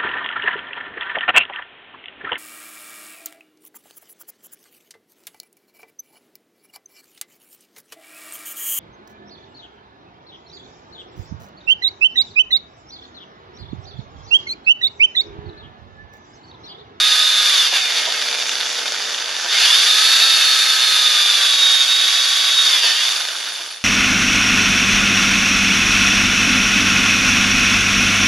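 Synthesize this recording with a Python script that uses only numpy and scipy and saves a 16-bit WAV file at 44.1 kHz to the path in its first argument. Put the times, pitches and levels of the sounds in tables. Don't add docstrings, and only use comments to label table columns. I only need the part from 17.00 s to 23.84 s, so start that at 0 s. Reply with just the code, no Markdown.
import sys
import numpy as np
from scipy import signal
from scipy.fft import rfft, irfft
from scipy.io import wavfile
from scipy.ndimage import uniform_filter1d

SR = 44100
rng = np.random.default_rng(int(sys.argv[2]) if len(sys.argv) > 2 else 0)


def materialize(psi):
    bounded = np.clip(np.atleast_2d(psi).T, -1, 1)
    quanta = np.round(bounded * 32767).astype(np.int16)
    wavfile.write(sys.argv[1], SR, quanta)


N = 301644
TIME = np.arange(N) / SR

# entry in seconds, start of withdrawal in seconds,
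# duration of withdrawal in seconds.
CUT_PERIODS = [(-.3, 0.653, 0.82), (2.442, 5.995, 0.32)]
BITE_S = 0.099
COAST_S, DIE_S = 6.03, 0.82
GEAR_RATIO = 15.6


def drill(cut_db=-2, air_db=-6, idle_air_db=1, slack_db=-1, tight_db=-8,
          top_db=-1, top_rise=0.81, chug_depth=0.46, scrape_db=-12):
    # time in seconds, speed in turns per second.
    speed_points = [(0, 416), (.45, 411), (.6, 352), (.8, 255), (1.08, 212), (1.36, 240), (2.47, 176),
                    (2.7, 338), (2.95, 422), (3.2, 442), (3.45, 433), (3.85, 425.5), (4.3, 396.4),
                    (4.68, 373.5), (5.45, 380), (5.65, 371), (5.9, 300), (6.25, 418), (6.45, 380),
                    (6.84, 275)]
    speed = glide(speed_points)
    load = np.clip(by_load(0.19, 0.98), 0, 1)
    turns = np.cumsum(speed * (1 + .0015 * wander(25))) / SR
    chuck_cycle = np.sin(2 * np.pi * turns / GEAR_RATIO)

    cutting = amp(cut_db) * load * (1 + 0.081 * chuck_cycle) * rush()

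    slew = uniform_filter1d(np.gradient(speed, TIME), size=4000)
    blur = np.minimum(abs(slew) / 7000, .08)
    spin_up_duck_db = -4 * np.clip(slew / 1400, 0, 1)
    whine_db = by_load(-9, 1.5) + spin_up_duck_db
    boring = housing(cutting + amp(whine_db) * whine(turns, blur), ring=1.07, tilt_db=-0.85)

    air_gain = amp(air_db + idle_air_db * (1.5 - load))
    air = air_gain * housing(rush(pulsing=0.043), ring=0.57, tilt_db=-1.0)

    chug = 1 + chug_depth * load * chuck_cycle
    teeth = housing(gear_case(chug * rattle(turns)), ring=0.99, tilt_db=-1.5)
    teeth = amp(slack_db + tight_db * load) * teeth
    scrape = amp(scrape_db - 2.9 * load) * bearing(turns)
    x = boring + air + teeth + scrape

    x = x / np.sqrt(uniform_filter1d(band(x, 1500, 9700) ** 2, size=6000))
    hz, spectrum = np.fft.rfftfreq(N, 1 / SR), rfft(x)
    low = irfft(spectrum / (1 + (hz / 1500) ** 4), N)
    top = irfft(spectrum * (1 - 1 / (1 + (hz / 7500) ** 8)), N)
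    middle = x - low - top
    body = low * amp(by_load(4, -2))
    hiss = top * amp(top_db) * (speed / speed.mean()) ** top_rise
    return (middle + body + hiss) * amp(effort_db(speed)) + squeak(turns)


def rush(mains_hz=120.7, pulsing=0.22, chop=0.064):
    swell = 1 + pulsing * np.sin(2 * np.pi * mains_hz * TIME) + chop * wander(54)
    return unit(swell * rng.standard_normal(N))


def whine(turns, blur, flutter=0.28, slip=0.3):
    # multiple of the shaft speed, relative level in dB.
    orders = [(3, -18.5), (3.64, -25), (4, -25), (6, -22), (7, -28), (8.5, -20.5), (9, -19.5), (10, -15.5),
              (11, -28), (12, -24), (14.5, -25), (15, -20.5), (18, -23)]
    tremble, drift = wander(42), wander(88)
    out = np.zeros(N)
    for multiple, db in orders:
        strength = np.roll(tremble, rng.integers(N))
        phase = np.roll(drift, rng.integers(N))
        angle = 2 * np.pi * (multiple * turns + rng.random())
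        angle = angle + (slip + blur * multiple) * phase
        out += amp(db) * (1 + flutter * strength) * np.cos(angle)
    return np.sqrt(2) * out


def rattle(turns, chance=.62, looseness=.15):
    out, count = np.zeros(N), np.arange(1, int(turns[-1]))
    jittered_turn = count + looseness * rng.standard_normal(len(count))
    when = np.interp(jittered_turn, turns, TIME)
    for s in when[rng.random(len(when)) < chance]:
        strength_db = 2 * np.clip(rng.standard_normal(), -2, 1)
        add(out, s, amp(strength_db) * strike())
    return unit(out)


def strike(scatter=0.3, fade_s=0.002, size=600):
    blow = scatter * rng.standard_normal(size) * np.exp(-np.arange(size) / SR / fade_s)
    blow[0] += 1
    return blow / np.linalg.norm(blow)


def gear_case(x):
    # frequency in Hz, width in Hz, gain in dB.
    case_modes = [(1483, 330, -3.5), (2997, 250, -4)]
    return x + sum(amp(db) * band(x, hz - width / 2, hz + width / 2) for hz, width, db in case_modes)


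def bearing(turns, size=128, grit=0.29):
    harmonics = np.exp(2j * np.pi * rng.random(size // 2))
    one_turn = irfft(harmonics, 8 * size)
    scrape = np.interp(turns % 1, np.arange(8 * size) / (8 * size), one_turn)
    return unit(band(scrape * (1 + grit * wander(13)), 4900, 6740))


def squeak(turns, level_db=-42, lo_hz=9200, hi_hz=10100, uneven_db=3):
    strokes = 0.27 + np.sin(np.pi * turns / GEAR_RATIO) ** 4
    strokes = strokes * amp(uneven_db * wander(15))
    rub = unit(band(rng.standard_normal(N), lo_hz, hi_hz) * strokes)
    return amp(level_db) * rub * ramp(COAST_S, 0.52) * (1 - .75 * ramp(COAST_S, DIE_S) ** 4)


def housing(x, ring=1.0, tilt_db=0.0, size=4096):
    # frequency in Hz, relative level in dB.
    colour = [(30, -76), (100, -67), (170, -47), (300, -37.5), (500, -30.5), (1000, -27.5), (1600, -34),
              (2300, -21.5), (4000, -23), (6200, -16), (8400, -30), (10000, -20), (11500, -34),
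              (14000, -38), (15000, -50)]
    # frequency in Hz, width in Hz, gain in dB before ring.
    resonances = [(707, 210, 3), (1254, 254, 9), (1557, 355, 12.5), (1792, 427, 12), (2148, 21, 8.5),
                  (2402, 46, 7), (2620, 27, 8.5), (2810, 37, 8), (2954, 890, 6), (3527, 432, 16.5),
                  (3745, 79, 9), (4020, 680, -1.5), (4484, 870, 14), (4830, 32, 10), (6370, 230, -3.5),
                  (6710, 24, 10.5), (11360, 490, 11.5)]
    hz = abs(np.fft.fftfreq(size, 1 / SR))
    db = read(colour, hz) + tilt_db * np.log2(1 + hz / 500)
    db = db + ring * sum(d / (1 + (2 * (hz - f) / w) ** 2) for f, w, d in resonances)
    response = np.fft.ifft(np.exp(np.conj(signal.hilbert(np.log(amp(db)))))).real
    return signal.oaconvolve(x, response / np.linalg.norm(response))[:N]


def effort_db(speed):
    # centre in seconds, half length in seconds,
    # level change in dB.
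    grabs = [(0.352, .14, -1), (0.613, 0.067, 1.5), (0.702, 0.033, -3.5), (0.76, 0.018, 4.5),
             (0.982, 0.045, 3), (2.623, 0.19, 4), (3.187, 0.14, 1), (3.746, 0.18, -1.5),
             (4.683, 0.091, 2.5), (5.338, 0.22, -1.5), (5.673, 0.14, 1.5), (5.81, 0.012, -3.5),
             (5.87, 0.056, 2), (5.971, 0.041, -2)]
    octaves = np.log2(speed / 393)
    running_free = -19.5 + 4.5 * octaves
    added_by_load = contact() * (5.5 + 1 * octaves)
    grabbing = sum(db * np.exp(-((TIME - s) / half_s) ** 2) for s, half_s, db in grabs)
    coast = -6.5 * ramp(COAST_S, 0.25) - 12.5 * ramp(COAST_S, DIE_S) ** 6.0
    return running_free + added_by_load + grabbing + coast


def contact():
    return sum(ramp(enter, BITE_S) - ramp(leave, out_s) for enter, leave, out_s in CUT_PERIODS)


def by_load(free, cutting):
    return free + (cutting - free) * contact()


def clacks(ring=0.8, tilt_db=-2, scatter=0.7, fade_s=0.00077):
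    # time in seconds, peak level in dB before a common trim.
    clack_times = [(1.124, -6), (1.224, -7), (1.289, -5), (1.314, -8), (1.35, -6), (1.425, -8), (1.466, -7),
                   (1.494, -9), (1.555, -7), (1.611, -6), (1.632, -5), (1.922, -9), (2.004, -11),
                   (2.146, -7), (2.218, -8), (6.253, -6), (6.287, -9), (6.408, -11), (6.428, -11),
                   (6.467, -11), (6.495, -12), (6.582, -14), (6.64, -16), (6.727, -15)]
    out = np.zeros(N)
    for s, peak_db in clack_times:
        blow = gear_case(strike(scatter, fade_s))
        clack = band(housing(blow, ring=ring, tilt_db=tilt_db), 500, 6500)
        add(out, s - .0005, amp(peak_db - .7) * clack / abs(clack).max())
    return out


def knocks(level_db=-9, size=9000):
    # time in seconds, relative level in dB.
    knock_times = [(0.725, -20), (1.073, -19.5), (2.447, -24), (5.838, -19), (6.594, -25.5)]
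    # frequency in Hz, relative level in dB, 60 dB decay time in seconds.
    plank_modes = [(190, -12, 0.18), (357, -11, 0.33), (530, -3, 0.071), (695, 9.5, 0.024), (956, 3.5, .05)]
    out, t = np.zeros(N), TIME[:size]
    wood = sum(amp(db - 60 * t / t60) * np.sin(2 * np.pi * f * t) for f, db, t60 in plank_modes)
    for s, knock_db in knock_times:
        chatter = rng.standard_normal(size) * np.exp(-t / 0.017)
        knock = band(signal.fftconvolve(chatter, wood), 400, 3000)
        add(out, s, amp(knock_db + level_db) * knock / (abs(knock).max() / 2))
    return out


def hum():
    # frequency in Hz, relative level in dB.
    hum_tones = [(156.1, -73.5), (258.4, -61), (414.5, -55), (479.1, -51.5), (522.2, -66), (597.5, -52.5),
                 (882.9, -53.5)]
    # time in seconds, gain in dB.
    hum_gain = [(0, -14), (1.3, 5), (2.7, -1.5), (6.84, -13)]
    tones = sum(amp(db) * np.sin(2 * np.pi * (f * TIME + rng.random())) for f, db in hum_tones)
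    return np.sqrt(2) * tones * amp(curve(hum_gain) + 2.2 * wander(5.9))


def draught(gust_db=3.0):
    start = CUT_PERIODS[1][0]
    puff_db = 14 * ramp(start, BITE_S) * np.exp(-abs(TIME - start) / 2)
    level_db = by_load(-95, -79) + puff_db
    channels = []
    for _ in range(2):
        air = unit(band(rng.standard_normal(N), 28, 130))
        channels.append(air * amp(level_db + gust_db * wander(5.5)))
    return np.array(channels)


def workshop(x, size=8192):
    # frequency in Hz, left-right likeness from 0 to 1.
    likeness = [(200, .95), (1000, .92), (2500, .82), (3600, .88), (6000, .72), (10000, .45)]
    # frequency in Hz, left minus right level in dB.
    balance = [(100, 1), (500, -2), (2400, -1.8), (8000, -0.6)]
    hz = np.fft.rfftfreq(N, 1 / SR)
    t = TIME[:size]
    echoes = rng.standard_normal(size) * amp(-60 * t / .25) * (t > .004)
    direct = rfft(x)
    spread = direct * rfft(echoes / np.linalg.norm(echoes), N)
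    same = np.clip(read(likeness, hz), 0, .95)
    lean = amp(read(balance, hz) / 2)
    side = spread * np.sqrt((1 - same) / (1 + same))
    return irfft(np.array([(direct + side) * lean, (direct - side) / lean]), N)


def amp(db):
    return 10 ** (np.asarray(db) / 20)


def unit(x):
    return x / np.sqrt(np.mean(x ** 2) + 1e-20)


def curve(rows):
    return np.interp(TIME, *np.transpose(rows))


def read(points, hz):
    f, value = np.transpose(points)
    return np.interp(np.log(hz + 1), np.log(f), value)


def ramp(start_s, length_s):
    return np.clip((TIME - start_s) / length_s, 0, 1)


def glide(rows):
    s, value = np.transpose(rows)
    slope = np.diff(value) / np.diff(s)
    a, b = slope[:-1], slope[1:]
    inner = 2 * np.maximum(a * b, 0) / (a + b + 1e-12)
    tangent = np.r_[0, inner, slope[-1]]
    place = np.interp(TIME, s, np.arange(len(s)))
    k = np.minimum(place.astype(int), len(slope) - 1)
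    u = place - k
    bend = (1 - u) * ((1 - u) * (tangent[k] - slope[k]) - u * (tangent[k + 1] - slope[k]))
    return value[k] + (TIME - s[k]) * (slope[k] + bend)


def wander(hz):
    f = np.fft.rfftfreq(N, 1 / SR)
    return unit(irfft(rfft(rng.standard_normal(N)) * np.exp(-(f / hz) ** 2), N))


def band(x, lo_hz, hi_hz):
    return signal.sosfilt(signal.butter(2, [lo_hz, hi_hz], "band", fs=SR, output="sos"), x)


def add(mix, s, sound):
    part = mix[round(s * SR):][:len(sound)]
    part += sound[:len(part)]


def scene():
    return workshop(drill() + clacks() + knocks() + hum()) + draught()


def record(dry):
    rounded = dry / (1 + (dry / .95) ** 8) ** (1 / 8)
    low_pass = signal.firwin(511, 15600, window=("kaiser", 9), fs=SR)
    return signal.oaconvolve(rounded, low_pass[None], "same", axes=1)


dry = scene()
out = record(dry)
materialize(out)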